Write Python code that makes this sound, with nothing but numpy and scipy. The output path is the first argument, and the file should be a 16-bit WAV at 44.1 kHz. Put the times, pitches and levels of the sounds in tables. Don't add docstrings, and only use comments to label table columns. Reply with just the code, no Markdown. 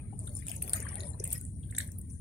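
import sys
import numpy as np
from scipy import signal
from scipy.fft import rfft, irfft
from scipy.io import wavfile

SR = 44100
rng = np.random.default_rng(int(sys.argv[2]) if len(sys.argv) > 2 else 0)


def bounce(signal):
    frames = np.transpose(np.atleast_2d(signal))
    limited = np.clip(frames, -1, 1)
    pcm = np.round(limited * 32767).astype(np.int16)
    wavfile.write(sys.argv[1], SR, pcm)


N = 97328


def amp(db):
    return 10 ** (np.asarray(db) / 20)


def evened(x):
    return x / np.sqrt(np.mean(x ** 2) + 1e-20)


def curve_at(points, hz):
    pitches, values = np.transpose(points)
    return np.interp(np.log(hz + 1), np.log(pitches + 1), values)


def add(mix, start_s, sound):
    part = mix[:, max(round(start_s * SR), 0):][:, :sound.shape[1]]
    part += sound[:, :part.shape[1]]


def sides(left_db):
    gains = amp(np.array([.5, -.5])[:, None] * left_db)
    return 2 * gains / gains.sum(0)


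def ring(noise, hz, width_hz):
    edges = [hz - width_hz / 2, hz + width_hz / 2]
    return evened(signal.sosfilt(signal.butter(3, edges, "bandpass", fs=SR, output="sos"), noise))


BAND_EDGES_HZ = [300, 1200, 3000, 7000, 12000, 15700]

def band(x, k):
    return signal.sosfilt(signal.butter(4, BAND_EDGES_HZ[k:k + 2], "bandpass", fs=SR, output="sos"), x)


# pitch_hz, likeness (0 to 1)
LIKENESS = [(100, 0.93), (300, 0.85), (640, 0.59), (1400, 0.1), (8000, 0.072)]

def microphones(pair, colour, balance):
    hz = np.fft.rfftfreq(N, 1 / SR)
    likeness = curve_at(LIKENESS, hz)
    left, other = rfft(pair)
    right = likeness * left + np.sqrt(1 - likeness ** 2) * other
    return irfft(np.array([left, right]) * sides(curve_at(balance, hz)) * amp(curve_at(colour, hz)), N)


# pitch_hz, left_minus_right_db
SEA_BALANCE = [(100, 0.5), (500, 6), (1500, 5), (9000, 7.5)]
# pitch_hz, relative_level_db
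RUMBLE_COLOUR = [(12, -55), (20, -12), (32, -34), (49, -6.5), (86, 1), (156, -9), (280, -18.5), (387, -32),
                 (422, -32), (1200, -85), (1560, -129), (2640, -120)]

def rumble(level_db=-41):
    noise = microphones(rng.standard_normal((2, N)), RUMBLE_COLOUR, SEA_BALANCE)
    return noise / np.std(noise.mean(0)) * amp(level_db)


# pitch_hz, relative_level_db
HISS_COLOUR = [(500, -72), (1000, -59), (3000, -22), (7000, -13), (8100, -33), (8700, 13.5), (9800, 10.5),
               (10600, -86), (12000, -62), (16000, -44)]
# pitch_hz, left_minus_right_db
HISS_BALANCE = [(1000, -22), (6000, 2), (9000, 43), (12500, -37)]

def hiss(level_db=-63):
    noise = microphones(rng.standard_normal((2, N)), HISS_COLOUR, HISS_BALANCE)
    return noise / np.std(noise.mean(0)) * amp(level_db)


# pitch_hz, relative_level_db
WATER_COLOUR = [(300, -8.5), (600, -10.5), (1000, -24.5), (1400, -29.5), (1900, -23), (3000, -33.5),
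                (4200, -20.5), (5200, -19.5), (7900, -5), (8800, 9.5), (9900, 19), (10800, -6.5),
                (12500, -10), (15000, -22), (16300, -29)]
# time_s, low_db, mid_db, upper_mid_db, high_db, top_db
TRICKLE_LEVELS = [(0, -64.5, -72, -95, -58, -96), (.17, -72, -78, -78.5, -71, -82),
                  (0.199, -62, -78, -62, -51.5, -76), (.33, -62, -77, -65.5, -58, -73),
                  (.37, -64.5, -77, -50, -53.5, -69), (0.453, -80, -67, -70, -54, -78),
                  (0.479, -63.5, -63, -49, -53, -54), (.6, -61.5, -81.5, -63.5, -67, -73),
                  (.64, -55, -65, -57.5, -50.5, -62), (.72, -51.5, -61, -64, -63, -54),
                  (0.759, -58, -52.5, -44, -84, -47), (.83, -57.5, -59, -60, -50, -72),
                  (.92, -58, -57, -71, -52.5, -99), (1.053, -53.5, -63, -54.5, -52.5, -101),
                  (1.15, -59.5, -74.5, -75.5, -58, -94), (1.23, -66.5, -74, -68, -62, -90),
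                  (1.27, -55, -94, -56.5, -58, -64), (1.351, -67, -53, -51, -78, -67),
                  (1.42, -77, -75, -66, -49, -96), (1.55, -74.5, -91, -75.5, -68, -83),
                  (1.7, -72.5, -74.5, -81, -63, -84), (1.818, -62, -92, -60, -67, -53),
                  (1.92, -72, -78, -70.5, -59.5, -89), (2.0, -68.5, -88, -78, -97, -89),
                  (2.11, -87, -81.5, -71.5, -57.5, -72), (2.21, -78, -89, -70, -66, -98)]

def trickle(spray_gain=0.21, fizz_gain=0.22):
    times_s, *band_levels_db = np.transpose(TRICKLE_LEVELS)
    t, out = np.arange(N) / SR, np.zeros((2, N))
    ticks = spray_gain * band(spray(), 3)
    grains = bubbles() + ticks + fizz_gain * rng.standard_normal((2, N))
    water = microphones(grains, WATER_COLOUR, SEA_BALANCE)
    for k, levels_db in enumerate(band_levels_db):
        part = band(water, k)
        out += part / np.std(part.mean(0)) * amp(np.interp(t, times_s, levels_db))
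    return out


def spray(ticks_per_s=85, spread_db=4.5, fade_s=.0015):
    strength = amp(spread_db * np.minimum(rng.exponential(1, N), 4))
    hits = strength * (rng.random(N) < ticks_per_s / SR)
    fade = np.exp(-np.arange(300) / SR / fade_s)
    return evened(signal.oaconvolve(hits, fade)[:N] * rng.standard_normal((2, N)))


def bubbles(sizes=48, spread_db=4.5, clump_db=7):
    out, clump_marks = np.zeros((2, N)), np.arange(0, N + 2000, 2000)
    for hz in np.geomspace(BAND_EDGES_HZ[0], BAND_EDGES_HZ[-1], sizes):
        cycles = hz * np.arange(2500) / SR
        ring_cycles = 17.6 + hz / 480
        tone = cycles * np.exp(-3 * cycles / ring_cycles) * np.sin(2 * np.pi * cycles)
        tone = tone * np.sqrt(hz) / np.linalg.norm(tone)
        clumps = np.interp(np.arange(N), clump_marks, rng.standard_normal(len(clump_marks)))
        strength = amp(spread_db * np.minimum(rng.exponential(1, (2, N)), 4) + clump_db * clumps)
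        bursts_per_s = 1.45 * hz / sizes
        bursts = strength * (rng.random((2, N)) < bursts_per_s / SR)
        out += signal.oaconvolve(bursts, tone[None], axes=1)[:, :N]
    return evened(out)


# start_s, peak_db, pitch_hz, left_minus_right_db, ring_cycles
DRIPS = [(0.2752, -57.5, 1440, 26, 12), (0.4205, -54.5, 2065, 33, 34), (0.4822, -46, 2730, 14, 12),
         (0.5147, -41.5, 2570, 30, 4.9), (0.6208, -49, 2610, 12, 9.1), (0.7344, -39, 1605, -5, 10),
         (0.7433, -40, 1820, -3, 7.2), (0.7761, -50, 2120, -11, 18), (0.8224, -43.5, 1880, 8, 4),
         (0.8516, -47.5, 1140, 7, 23), (0.8664, -40, 1640, 9, 13), (0.9074, -51.5, 970, 12, 20),
         (0.927, -49, 1880, 2, 20), (0.97, -48.5, 2000, 13, 8.9), (1.1414, -50, 960, 3, 14),
         (1.2524, -43, 2300, 18, 3.7), (1.725, -47, 1900, -11, 6.7), (1.7806, -32, 1925, 1.5, 8.3),
         (1.8024, -36.5, 1884, -1.5, 16), (1.8867, -55.5, 1717, 2.0, 18), (1.6292, -62, 3293, 3, 75),
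         (1.696, -65.5, 3610, 0, 76), (1.7478, -50.5, 3690, 3, 41), (1.8021, -39.5, 3783, -2.5, 26),
         (0.126, -47.5, 785, 1.5, 13), (0.497, -53, 708, -5, 18), (0.796, -44.5, 446, -3, 7),
         (1.7474, -48, 1790, -1, 17), (1.201, -36, 441, 0.5, 6.6)]

def drip(start_s, peak_db, pitch_hz, left_db, ring_cycles, roughness=.5, gap_db=-11.5, gap_fade_s=0.028):
    t = np.arange(7000) / SR
    progress = pitch_hz * t / ring_cycles
    gurgle = ring(rng.standard_normal((2, len(t))), pitch_hz, width_hz=0.32 * pitch_hz)
    swell = (4 * progress) ** 2 * np.exp(2 - 8 * progress)
    bubble = swell * (np.sin(2 * np.pi * pitch_hz * t) + roughness * gurgle)
    gap = np.minimum(3 * progress, 1) * np.exp(-t / gap_fade_s) * gurgle
    return start_s, amp(peak_db) * sides(left_db) * (bubble + amp(gap_db) * gap)


# pitch_hz, width_hz, relative_level_db
TOP_RINGS = [(11300, 420, 5), (14010, 510, -2.5)]
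# start_s, peak_db, pitch_hz, low_ring_hz, low_ring_db, top_db, length_s
# peak_db is for the main ring; low_ring_db and top_db are compared with it.
SPLASHES = [(0.192, -25, 9060, 7100, -49, -41, 0.0053), (0.2704, -30, 9250, 3650, -12, -30, 0.015),
            (0.2934, -34, 9800, 3600, -22, -46, 0.006), (0.3535, -33.5, 10120, 5730, -30, -33, 0.0083),
            (0.3663, -39, 9000, 5750, -9, -29, 0.0071), (0.4667, -24, 8550, 3470, -21.5, -18, 0.0076),
            (0.4842, -21, 9300, 3150, -17, -18, 0.005), (0.4961, -33.5, 9300, 5100, -4, 5.5, 0.0045),
            (0.516, -21.5, 9320, 3000, -15, -30, 0.0051), (0.5544, -34, 10770, 5500, -28, -36, 0.0065),
            (0.5633, -26, 9930, 6750, -15, -41, 0.01), (0.6214, -18, 9360, 6000, -39, -8, 0.011),
            (0.678, -28, 9700, 2420, -14, -9, 0.009), (0.6959, -21, 9020, 4800, -17, -8, 0.0042),
            (0.7336, -12, 9200, 4180, -22, -14.5, 0.0087), (0.8026, -29, 9500, 6330, -9, -10.5, 0.0053),
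            (0.8258, -27.5, 8970, 2470, -43, -36, 0.0081),
            (0.8887, -29.5, 9600, 5600, -13.5, -37.5, 0.0082),
            (0.9568, -21.5, 9490, 3660, -23, -50, 0.0024), (1.0046, -31, 9700, 3950, -8, -22, 0.0061),
            (1.0308, -32, 9860, 3970, -9, -44, 0.012), (1.072, -32.5, 9650, 4160, -14, -48, 0.0043),
            (1.1974, -31.5, 9600, 5940, -2, -28, 0.011), (1.24, -18.5, 9050, 5250, -49, -15.5, 0.0082),
            (1.2545, -30, 8240, 2370, -40, -14, 0.005), (1.276, -24.5, 9030, 7000, -37, -7, 0.0056),
            (1.303, -26, 9400, 2440, -19.5, -25, 0.0078), (1.3137, -25, 8800, 6000, -38, -18, 0.0067),
            (1.3199, -25, 8200, 6900, -32, 4, 0.023), (1.33, -16.5, 9270, 6600, -21, -7.5, 0.0054),
            (1.3787, -28.5, 9760, 6600, -31, -10, 0.0067), (1.413, -32, 8600, 6940, -29, -8, 0.0044),
            (1.4506, -29.5, 8440, 6440, -54, -25, 0.0065), (1.7082, -31, 8600, 3560, -41, -16, 0.013),
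            (1.7497, -31.5, 9400, 6400, -13, -27, 0.0056), (1.7655, -31, 8300, 6500, -5, -30, 0.0062),
            (1.7828, -16, 8350, 3880, -20.5, -9.5, 0.0098), (1.8098, -29.5, 8850, 6150, -6, -29, 0.0057),
            (1.8764, -36, 8400, 6740, -30, -9, 0.0071), (1.9188, -39.5, 8100, 6400, -8.5, -4, 0.0054),
            (1.984, -35, 10140, 2540, -46, -1, 0.013), (2.013, -37, 8730, 2650, -47, -12, 0.0083),
            (2.0948, -42, 9300, 6160, -12, -20, 0.022)]

def splash(start_s, peak_db, pitch_hz, low_ring_hz, low_ring_db, top_db, length_s):
    lump_db, tail_db, tail_fade_s = 5, -16, 0.023
    lead_s, crack_s, likeness = .002, .0015, 0.073
    t = np.arange(5000) / SR
    progress = t / length_s
    left, other, wobble = rng.standard_normal((3, len(t)))
    noise = np.array([left, likeness * left + np.sqrt(1 - likeness ** 2) * other])
    lumps = evened(signal.oaconvolve(wobble, np.hanning(70), "same"))
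    burst = np.exp(-11 * (progress - .5) ** 2) * amp(lump_db * lumps)
    tail = amp(tail_db) * np.minimum(progress, 1) ** 2 * np.exp(-t / tail_fade_s)
    loudness = burst / burst.max() + tail
    main = ring(noise, pitch_hz, width_hz=1490)
    low = ring(noise, low_ring_hz, width_hz=0.22 * low_ring_hz)
    top_rings = sum(amp(db) * ring(noise, hz, width_hz) for hz, width_hz, db in TOP_RINGS)
    top = evened(evened(band(noise, 4)) + top_rings)
    body = loudness * (main + amp(low_ring_db) * low + amp(top_db) * top)
    crack_pulse = np.exp(-((t - lead_s - crack_s) / crack_s) ** 2)
    crack = amp(-11 + (peak_db + top_db) / 2) * crack_pulse * evened(band(noise, 1) + band(noise, 2))
    sound = (body + crack) / abs(loudness * main).max()
    return start_s - lead_s, amp(peak_db) * sides(left_db=3) * sound


def scene():
    mix = rumble() + hiss() + trickle()
    for row in SPLASHES:
        add(mix, *splash(*row))
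    for row in DRIPS:
        add(mix, *drip(*row))
    return mix


def record(dry):
    cutoff_hz = 16500
    treble_cut = signal.firwin(511, cutoff_hz, window=("kaiser", 9), fs=SR)
    return signal.oaconvolve(dry, treble_cut[None], "same")


dry = scene()
out = record(dry)
bounce(out)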